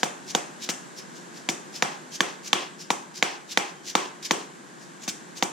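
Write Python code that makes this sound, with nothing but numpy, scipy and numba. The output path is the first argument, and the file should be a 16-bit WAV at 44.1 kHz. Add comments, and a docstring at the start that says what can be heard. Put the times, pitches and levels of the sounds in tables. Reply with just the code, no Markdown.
"""Mallet taps on a metal cover

A dead-blow mallet taps a cast metal cover home in front of a stereo camera in an open garage.
Each blow is a sum of short fading tones with a sharp snap; noise clicks make the loose steel shot
swish on the swing and slam after the blow. Loose parts clatter and case panels hum on in noise bands.
The garage answers with a short noise tail, over outdoor rumble and hiss; the camera holds the peaks down.
"""
import sys
import numpy as np
from scipy import signal
from scipy.fft import rfft, irfft, next_fast_len
from scipy.io import wavfile
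from scipy.ndimage import uniform_filter1d
from numba import njit

SR = 44100
rng = np.random.default_rng(int(sys.argv[2]) if len(sys.argv) > 2 else 0)


def to_wav(s):
    """Save 16-bit WAV."""
    ch = np.atleast_2d(s).T  # columns
    pcm = np.round(np.clip(ch, -1, 1) * 32767)  # PCM
    wavfile.write(sys.argv[1], SR, pcm.astype(np.int16))


N = 243758
FAST = next_fast_len(N)  # padded length for quick transforms
SQUASH_S = 0.0008  # the soft face gives before the casting speaks

# The mallet blows; levels are relative. Three regions of pitch are favoured by the struck spot.
# Columns: start_s, blow_db, thud_db (of the head), low_hz, low_lift_db, high_hz, high_lift_db,
# bright_db (of the echo), slam_db (of the shot), bass_hz, bass_lift_db, snap_db, clatter_db
BLOWS = [(0.0307, -10, -34, 748, 6, 3300, 2, 0, -27, 520, 5, -12, -60),
         (0.3489, -9.5, -34, 759, 5, 6400, 6, 1, -26.5, 527, 6, -13, -54),
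         (0.689, -17, -36, 2000, 2, 6700, 3, 1, -24.5, 199, 5, -22, -54),
         (1.488, -14, -31, 2380, 6, 5900, 6, 0, -26, 320, 2, -11, -56),
         (1.8229, -7.5, -36, 764, 4, 1695, 5, 1, -29.5, 190, 5, -5, -42),
         (2.2049, -7.5, -34, 1765, 6, 3280, 6, -1, -28, 400, 5, -11, -41),
         (2.5295, -7, -34, 1170, 3, 3150, 9, 3, -26.5, 430, 3, -5, -38),
         (2.9033, -11.5, -33, 974, 10, 2430, 4, -1, -27, 452, 1, -7, -50),
         (3.2251, -8, -36, 737, 2, 2240, 5, 4, -29, 300, 1, -6, -39),
         (3.573, -7, -36, 1550, 2, 2340, 7, 1, -27.5, 511, 3, -6, -40),
         (3.9516, -7, -34, 1000, 8, 3590, 3, 3, -25.5, 400, 7, -3, -39),
         (4.3086, -8.5, -32, 850, 3, 3270, 4, 0, -24.5, 400, 7, -9, -43),
         (5.0777, -27, -37, 4740, 4, 5900, 10, 0, -27, 247, 2, -23, -60),
         (5.4243, -11, -31, 904, 8, 3500, 4, -2, -26, 300, 3, -15, -56)]


def undb(db):
    """Turn decibels into a plain factor on the sound wave."""
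    return 10 ** (np.asarray(db) / 20)


def along(table, hz):
    """Table value at hz, straight on a log-frequency axis."""
    points = np.array(table)
    return np.interp(np.log(np.maximum(hz, 1)), np.log(points[:, 0]), points[:, 1])


def colour(x, table):
    """Shape the spectrum; unit noise keeps rms 1."""
    gain = undb(along(table, np.fft.rfftfreq(FAST, 1 / SR)))
    gain = gain / np.sqrt(np.mean(gain ** 2))
    return irfft(rfft(x, FAST) * gain, FAST)[..., :N]


def spread(mid, side, focus):
    """Left and right from two unrelated sounds; focus 0 = diffuse, 1 = one point."""
    # Diffuse sound, how alike left and right are. Columns: pitch_hz, likeness (-1..1)
    likeness = [(60, 0.6), (130, 0.094), (290, 0.76), (640, -0.18), (1410, -0.29), (3100, 0.81),
                (6820, -0.06), (15000, -0.4)]
    size = next_fast_len(len(mid))
    alike = along(likeness, np.fft.rfftfreq(size, 1 / SR)) * (1 - focus) + focus
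    alike = np.clip(alike, -1, 1)
    shared = rfft(mid, size) * np.sqrt((1 + alike) / 2)
    opposed = rfft(side, size) * np.sqrt((1 - alike) / 2)
    return irfft(np.array([shared + opposed, shared - opposed]), size)[:, :len(mid)]


def walk(rate):
    """Random levels held 1 / rate s and smoothed twice."""
    hold = int(SR / rate)
    steps = np.repeat(rng.standard_normal(N // hold + 1), hold)
    return uniform_filter1d(uniform_filter1d(steps, hold), hold)[:N]


@njit
def follow(x, attack, release):
    """Envelope that rises and sinks at two separate speeds (share of the gap closed per sample)."""
    level, out = 0., np.empty(len(x))
    for i in range(len(x)):
        level += (x[i] - level) * (attack if x[i] > level else release)
        out[i] = level
    return out


def lift_db(row, hz, width_octaves=0.3):
    """The struck spot favours three regions of pitch, each a smooth hump."""
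    total = 0
    for centre_hz, hump_db in (row[9:11], row[3:5], row[5:7]):
        octaves = np.log2(np.maximum(hz, 1) / centre_hz)
        total = total + hump_db * np.exp(-(octaves / width_octaves) ** 2 / 2)
    return total


def blows(scatter_db=1.65, lag_rad=1.29, crack_s=0.00153):
    """Each blow rings fading tones, out of step at the two ports, and sends the walls a pitchless crack.

    Rows 0 and 1 are left and right; row 2 is what the walls hear from all faces of the casting at once.
    """
    # Mallet face and rim of the cover. Columns: pitch_hz, level_db (against the blow), t60_s
    face_modes = [(4000, -13, .008), (4520, -15, 0.013), (5250, -23, 0.013), (6210, -15, 0.014),
                  (6960, -10.5, 0.0063), (9700, -19, 0.006), (12100, -36, 0.0039), (14000, -34, 0.0057)]
    # Cover and case. Columns: pitch_hz, t60_s
    body_modes = [(200, .019), (330, .026), (510, .035), (640, .03), (765, .03), (860, .025), (960, .025),
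                  (1130, .022), (1330, .015), (1560, .0115), (1760, .0115), (2010, .01), (2290, .009),
                  (2700, .0085), (3150, .0085), (3550, .0085)]
    # How strongly each blow wakes the body modes: one row per blow, one column of level_db per mode
    body_wake = [(-20, -30, -21, -34, -20, -23, -22, -22, -21, -19, -17, -16, -21, -30, -17, -20),
                 (-19, -35, -19, -37, -18, -20, -22, -22, -22, -15, -21, -21, -17, -18, -16, -15),
                 (-23, -29, -31, -32, -35, -31, -32, -41, -31, -24, -26, -21, -24, -30, -25, -25),
                 (-20, -22, -36, -31, -24, -27, -26, -31, -35, -26, -21, -16, -14, -25, -33, -17),
                 (-21, -42, -24, -36, -17, -19, -20, -20, -17, -15, -10, -12, -12, -21, -20, -16),
                 (-22, -23, -25, -28, -31, -23, -27, -17, -31, -21, -10, -17, -11, -18, -12, -11),
                 (-23, -23, -27, -28, -35, -20, -20, -14, -15, -19, -12, -13, -10, -10, -6, -8),
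                 (-21, -27, -26, -25, -28, -22, -15, -16, -19, -28, -29, -16, -13, -18, -18, -17),
                 (-24, -26, -25, -25, -22, -24, -25, -19, -26, -18, -12, -11, -7, -17, -9, -12),
                 (-22, -29, -23, -23, -23, -22, -24, -21, -35, -13, -10, -8, -6, -19, -11, -10),
                 (-20, -20, -21, -26, -25, -16, -17, -11, -13, -20, -18, -20, -17, -15, -17, -12),
                 (-20, -20, -22, -22, -25, -20, -21, -19, -29, -20, -19, -15, -14, -24, -12, -13),
                 (-26, -31, -44, -43, -36, -39, -41, -36, -44, -31, -43, -33, -27, -42, -41, -27),
                 (-21, -22, -23, -35, -21, -21, -19, -20, -18, -21, -21, -18, -17, -17, -14, -14)]
    # How alike the two ports hear a blow. Columns: pitch_hz, likeness (-1..1)
    blow_likeness = [(60, 0.59), (130, 0.98), (290, 0.94), (640, 0.25), (1410, 0.54), (3100, 0.76),
                     (6820, 0.23), (15000, 0.44)]
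    # Where the echo's brightness acts. Columns: pitch_hz, share (0..1)
    bright_zone = [(900, 0), (2600, 1), (6000, 1), (11000, 0)]
    # Share of the blow sent to the walls: level_db in each zone, and the zone centres (pitch_hz)
    wall_share_db, zone_hz = [-5.5, -14, -10.5, -17], [350, 1050, 2700, 6500]
    # Share of the shot slam sent to the walls. Columns: pitch_hz, level_db
    wall_slam = [(3000, -20), (6500, 5)]
    wall_thud = 0.5  # how far the echo's bass follows the thud rather than the blow
    wall_lift = 0.6  # how much of the spot's lift the walls hear
    detune = 0.012  # random share by which each mode's pitch varies from blow to blow
    build_s, build_cycles = 0.0004, 0.2  # a mode speaks after a moment; the low ones come later

    length = 8192
    out, t = np.zeros((3, N + length)), np.arange(length) / SR
    bins = np.fft.rfftfreq(length, 1 / SR)
    face_hz, face_db, face_t60 = np.transpose(face_modes)
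    body_hz, body_t60 = np.transpose(body_modes)
    hz = np.r_[body_hz, face_hz][:, None]
    t60 = np.r_[body_t60, face_t60][:, None]
    build = 1 - np.exp(-t / (build_s + build_cycles / hz))
    # the less alike a band is at the two ports, the more its modes are out of step
    apart = lag_rad * np.sqrt(1 - np.clip(along(blow_likeness, hz), -1, 1))
    chance = rng.standard_normal((len(BLOWS), 4, len(hz), 1))

    bursts = rng.standard_normal((len(BLOWS), length)) * np.exp(-t / crack_s)
    cracks = rfft(np.roll(bursts, 400, axis=1))  # 400 samples (about 9 ms) late: some 3 m more path to a wall and back
    cracks = cracks / np.abs(cracks)  # keep the timing only; the level comes below

    for row, wake_db, (tune, size, phase, turn), crack in zip(BLOWS, body_wake, chance, cracks):
        blow_db, thud_db, bright_db, slam_db = row[1], row[2], row[7], row[8]
        first = int((row[0] + SQUASH_S) * SR)
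        span = slice(first, first + length)

        rim_db = blow_db + face_db + lift_db(row, face_hz) + scatter_db * size[len(body_modes):, 0]
        mode_db = np.r_[wake_db, rim_db][:, None]
        fade = undb(mode_db - 60 * t / t60) * build
        start = np.pi + np.clip(hz / 1800, 0, 1) * phase  # the bass starts with a pull
        start[0] = 0  # the lowest mode swings the other way
        for ear in range(2):
            turns = 2 * np.pi * hz * (1 + detune * tune) * t + start + (ear - .5) * apart * turn
            out[ear, span] += np.sum(fade * np.sin(turns), axis=0)

        bass_db = wall_share_db[0] + wall_thud * (thud_db - blow_db)
        walls = list(zip(zone_hz, [bass_db, *wall_share_db[1:]]))
        casting_db = blow_db + bright_db * along(bright_zone, bins) + along(walls, bins)
        casting = undb(casting_db + wall_lift * lift_db(row, bins))
        slam = undb(slam_db + along(wall_slam, bins))
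        out[2, span] += irfft(crack * np.hypot(casting, slam))
    return out[:, :N]


def snap(width_s=0.00007, give_s=0.0006, give_db=-14):
    """The face slaps the metal: a slow push of air, then one sharp pull."""
    out, t = np.zeros(N + 512), np.arange(512) / SR
    push = undb(give_db) * np.exp(-((t - SQUASH_S) / give_s) ** 2)
    pull = np.exp(-((t - SQUASH_S - 2 * width_s) / width_s) ** 2)
    for row in BLOWS:
        first, snap_db = int(row[0] * SR), row[11]
        out[first:first + 512] += undb(snap_db) * (push - pull)
    return out[:N]


def pellets(size, table, focus, grain_db):
    """Dense clicks of uneven size, coloured by the table and following the loudness in size."""
    uneven = undb(grain_db * np.minimum(rng.exponential(size=(2, N)), 6))
    clicks = rng.standard_normal((2, N)) * uneven
    return spread(*colour(clicks / np.std(clicks) * size, table), focus)


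def shot(roll_sizzle_db=-23, slam_sizzle_db=-17):
    """The shot rolls on each swing, then flies on and piles on the face some ms after the blow."""
    # Shot rolling in the head. Columns: peak_s, level_db, swell_s, fall_s,
    # ring_hz (of the hollow head), ring_db
    swings = [(0.004, -42, .05, .02, 5800, -8), (0.309, -34, .055, .007, 5900, -6),
              (0.649, -32.5, .06, .007, 3800, -6), (0.991, -39, .04, .012, 5400, 0),
              (1.175, -47.5, .06, .04, 6500, -6), (1.379, -43, .06, .015, 5000, -7),
              (1.772, -34.5, .058, .012, 5300, -7), (2.16, -32.5, .066, .007, 6200, -6),
              (2.48, -34, .062, .008, 6000, -7), (2.816, -39, .045, .02, 5300, -5),
              (3.179, -34.5, .05, .011, 5100, -6), (3.529, -32.5, .062, .006, 3700, -7),
              (3.904, -32, .078, .007, 5900, -7), (4.228, -40, .005, .015, 5000, -8),
              (4.261, -30.5, .045, .01, 5000, -8), (4.825, -51, .06, .05, 5900, -5),
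              (5.04, -37.5, .04, .013, 6800, -6), (5.381, -35, .034, .011, 6400, -5)]
    # Tone of the rolling shot. Columns: pitch_hz, level_db (per Hz)
    roll_tone = [(1000, -34), (1700, -12), (2400, -5.5), (3600, -4), (5600, 0), (7200, -3), (8400, -16),
                 (9700, -12), (10800, -21), (13800, -22), (15200, -32)]
    # Tone of the shot piling on the face. Columns: pitch_hz, level_db (per Hz)
    slam_tone = [(900, -26), (1500, -13), (2500, -6), (3600, -6), (4600, -7), (5900, 0), (7200, -4),
                 (8500, -14), (12000, -26)]
    # Tone of pellet on pellet. Columns: pitch_hz, level_db (per Hz)
    sizzle_tone = [(7000, -30), (9500, -2), (12000, 2), (14800, 0), (15500, -18)]
    swell_power = 1.4  # bend of the swell
    settle_db, settle_s = -13, 0.04  # stray pellets that roll on
    roll_level_db = -2.2  # overall level of the rolling shot
    hollow_hz = 500  # width of the ring of the hollow head
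    late_base_s, late_s_per_db = 0.004, 0.0002  # the softer the blow, the later the shot lands
    landing_spread = 0.7  # width of the landing as a share of its delay

    t = np.arange(N) / SR
    stir, slam, sizzle, hollow = 0, 0, 0, 0
    clumps = undb(2.0 * walk(250))  # the shot moves in clumps
    noise = rng.standard_normal(N)
    stray = undb(settle_db)
    for peak_s, level_db, swell_s, fall_s, ring_hz, ring_db in swings:
        since = np.maximum(t - peak_s, 0)
        swell = np.clip(1 + (t - peak_s) / swell_s, 0, 1) ** swell_power
        fall = (1 - stray) * np.exp(-since / fall_s) + stray * np.exp(-since / settle_s)
        roll = clumps * undb(level_db + roll_level_db) * swell * fall
        stir = stir + roll
        ring = signal.lfilter(*signal.iirpeak(ring_hz, ring_hz / hollow_hz, fs=SR), noise * roll)
        # the root makes up for the level lost in the narrow band
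        hollow = hollow + undb(ring_db) * ring * np.sqrt(SR / np.pi / hollow_hz)

    for row in BLOWS:
        start_s, blow_db, slam_db = row[0], row[1], row[8]
        late_s = late_base_s - late_s_per_db * blow_db
        after = (t - start_s - late_s) / (landing_spread * late_s)
        stretch = np.where(after > 0, 1.8, 1)  # it thins out more slowly than it gathers
        arrive = np.exp(-(after / stretch) ** 2 / 2) * (t > start_s + SQUASH_S)
        slam = slam + undb(slam_db) * arrive
        # the sizzle is the densest moment
        sizzle = sizzle + undb(slam_db + slam_sizzle_db) * arrive ** 2
    sizzle = sizzle + undb(roll_sizzle_db) * stir

    rolling = pellets(stir, roll_tone, 0.41, 2.8)
    slamming = pellets(slam, slam_tone, 0.7, 1.64)
    sizzling = pellets(sizzle, sizzle_tone, 0.5, 3.2)
    return hollow + rolling + slamming + sizzling


def clatter(densest_s=0.08):
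    """Loose parts on the engine case shake on for a moment after a blow, as a burst of dense clicks."""
    # Tone of the loose parts. Columns: pitch_hz, level_db (per Hz)
    clatter_tone = [(200, -20), (380, 0), (600, -2), (800, -1), (1050, 1), (1350, -13), (1700, -8),
                    (2000, -9), (2800, -5), (3500, -11), (4400, -8), (6300, -8), (8000, -34)]
    t, shake = np.arange(N) / SR, 0
    for row in BLOWS:
        start_s, clatter_db = row[0], row[12]
        since = np.maximum(t - start_s, 0) / densest_s
        shake = shake + undb(clatter_db) * since ** 2 * np.exp(1 - since ** 2)
    uneven = undb(2.5 * walk(60.0))
    return pellets(shake * uneven, clatter_tone, 0.3, 3.5)


def panels(focus=0.3, build_s=0.015):
    """Each panel of the case, shaken unevenly, hums in its own narrow band and dies away."""
    # Panels that buzz on after a blow. Columns: pitch_hz, width_hz, t60_s
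    panel_bands = [(368, 40, .5), (805, 40, .5), (1030, 70, .45), (1555, 50, .4), (1770, 60, .4)]
    # How strongly each blow sets them buzzing: one row per blow, one column of level_db per panel
    panel_buzz = [(-47, -48, -54, -53, -56), (-49, -46, -48, -51, -52), (-44, -56, -54, -58, -54),
                  (-43, -55, -54, -60, -60), (-48, -36, -42, -48, -47), (-37, -47, -38, -50, -39),
                  (-36, -46, -35, -49, -41), (-44, -43, -42, -55, -58), (-47, -33, -50, -38, -47),
                  (-37, -33, -46, -49, -47), (-34, -42, -32, -47, -41), (-33, -49, -35, -51, -42),
                  (-50, -58, -58, -60, -60), (-48, -44, -45, -55, -54)]
    kicks, out = np.zeros((len(panel_bands), N)), 0
    starts = (np.array([row[0] for row in BLOWS]) * SR).astype(int)
    kicks[:, starts] = undb(np.transpose(panel_buzz))
    for (hz, width_hz, t60), kick in zip(panel_bands, kicks):
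        keep_slow = undb(-60 / t60 / SR)  # share of the level left after one sample
        keep_fast = keep_slow * np.exp(-1 / build_s / SR)
        # slow fade minus quick fade: builds up, then dies away
        shake = signal.lfilter([1], [1, -keep_slow], kick) - signal.lfilter([1], [1, -keep_fast], kick)
        noise = rng.standard_normal((2, N))
        hum = signal.lfilter(*signal.iirpeak(hz, hz / width_hz, fs=SR), noise)
        out = out + hum * shake * np.sqrt(SR / np.pi / width_hz)
    return spread(*out, focus)


def garage(x, first_s=0.0027, fill_s=0.013, wet_db=-22):
    """Diffuse echoes that fill up after the first walls and die band by band."""
    # Echo bands. Columns: pitch_hz, t60_s, level_db
    echo_bands = [(165, 0.26, 15.5), (255, .3, 10), (365, 0.37, 14.5), (706, 0.35, 9.5), (1020, 0.53, 5.5),
                  (1670, 0.44, -0.5), (2910, 0.41, -4.5), (4300, 0.34, -9), (6400, 0.38, -4),
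                  (8800, 0.17, -13.5), (13000, 0.22, -32)]
    t = np.arange(SR // 2) / SR
    tail = 0
    for hz, t60, level_db in echo_bands:
        band = signal.butter(2, [hz / 1.3, hz * 1.3], "band", fs=SR, output="sos")
        noise = signal.sosfilt(band, rng.standard_normal((2, len(t))))
        tail = tail + noise * undb(level_db - 60 * t / t60)
    fill = (1 - np.exp(-t / first_s)) * (1 - 0.2 * np.exp(-t / fill_s))
    tail = spread(*tail, 0) * fill
    return undb(wet_db) * signal.fftconvolve(x[None], tail, axes=1)[:, :N]


def outdoors(level_db=-45, swell_db=2.0):
    """Far traffic and leaves through the open door: coloured noise that slowly swells and sinks."""
    # Tone of the outdoors. Columns: pitch_hz, level_db (per Hz)
    outdoor_tone = [(76, -30), (135, 0), (300, -6.5), (358, -2), (400, -9.5), (550, -12), (1100, -11.5),
                    (1300, -15), (1600, -10.5), (2000, -18), (2400, -22), (5200, -25.5), (7300, -20.5),
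                    (14200, -44), (16000, -59)]
    bed = spread(*colour(rng.standard_normal((2, N)), outdoor_tone), 0)
    return bed * undb(level_db + swell_db * walk(0.8))


def scene():
    """Mix the blows, the shot, the shaken case, the echo and the outdoors."""
    knocks, rattle = blows() * undb(6.5), shot()
    room = garage(undb(12.5) * knocks[2] + undb(-14) * rattle[0])
    return knocks[:2] + snap() + rattle + clatter() + panels() + room + outdoors()


def record(dry, top_db=-24, ratio=1.79, attack_s=0.019, release_s=0.037):
    """Uneven ports, gain control that leans on each blow, wind filter, soft clipping, top cut."""
    # How the two ports differ. Columns: pitch_hz, left_minus_right_db
    port_lean = [(60, -2), (110, 2), (200, 0), (380, 2.0), (700, 0), (1290, -1), (2380, 2.5), (4400, -1),
                 (8120, 2.5), (15000, -2.5)]
    # Low murmur added after the wind filter. 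Columns: pitch_hz, level_db (per Hz)
    murmur_tone = [(20, -9), (60, 5), (120, -3), (300, -26)]
    murmur_db = -80.5
    bass_cut_hz, leak = 156, 0.04  # wind filter, and the share that passes it
    top_hz = 16400

    lean_db = along(port_lean, np.fft.rfftfreq(FAST, 1 / SR))
    lean = undb(np.outer([.5, -.5], lean_db))
    x = irfft(rfft(dry, FAST) * lean, FAST)[:, :N]

    loud = follow(np.max(np.abs(x), axis=0), 1 / (attack_s * SR), 1 / (release_s * SR))
    over = np.minimum(1, undb(top_db) / (loud + 1e-9))  # below 1 only when too loud
    x = x * over ** (1 - 1 / max(ratio, 1))

    wind_filter = signal.butter(8, bass_cut_hz, "high", fs=SR, output="sos")
    x = signal.sosfilt(wind_filter, x) + leak * x
    murmur = spread(*colour(rng.standard_normal((2, N)), murmur_tone), 0)
    x = np.tanh(x + undb(murmur_db) * murmur)
    return signal.sosfilt(signal.ellip(10, .2, 80, top_hz, fs=SR, output="sos"), x)


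dry = scene()
out = record(dry)
to_wav(out)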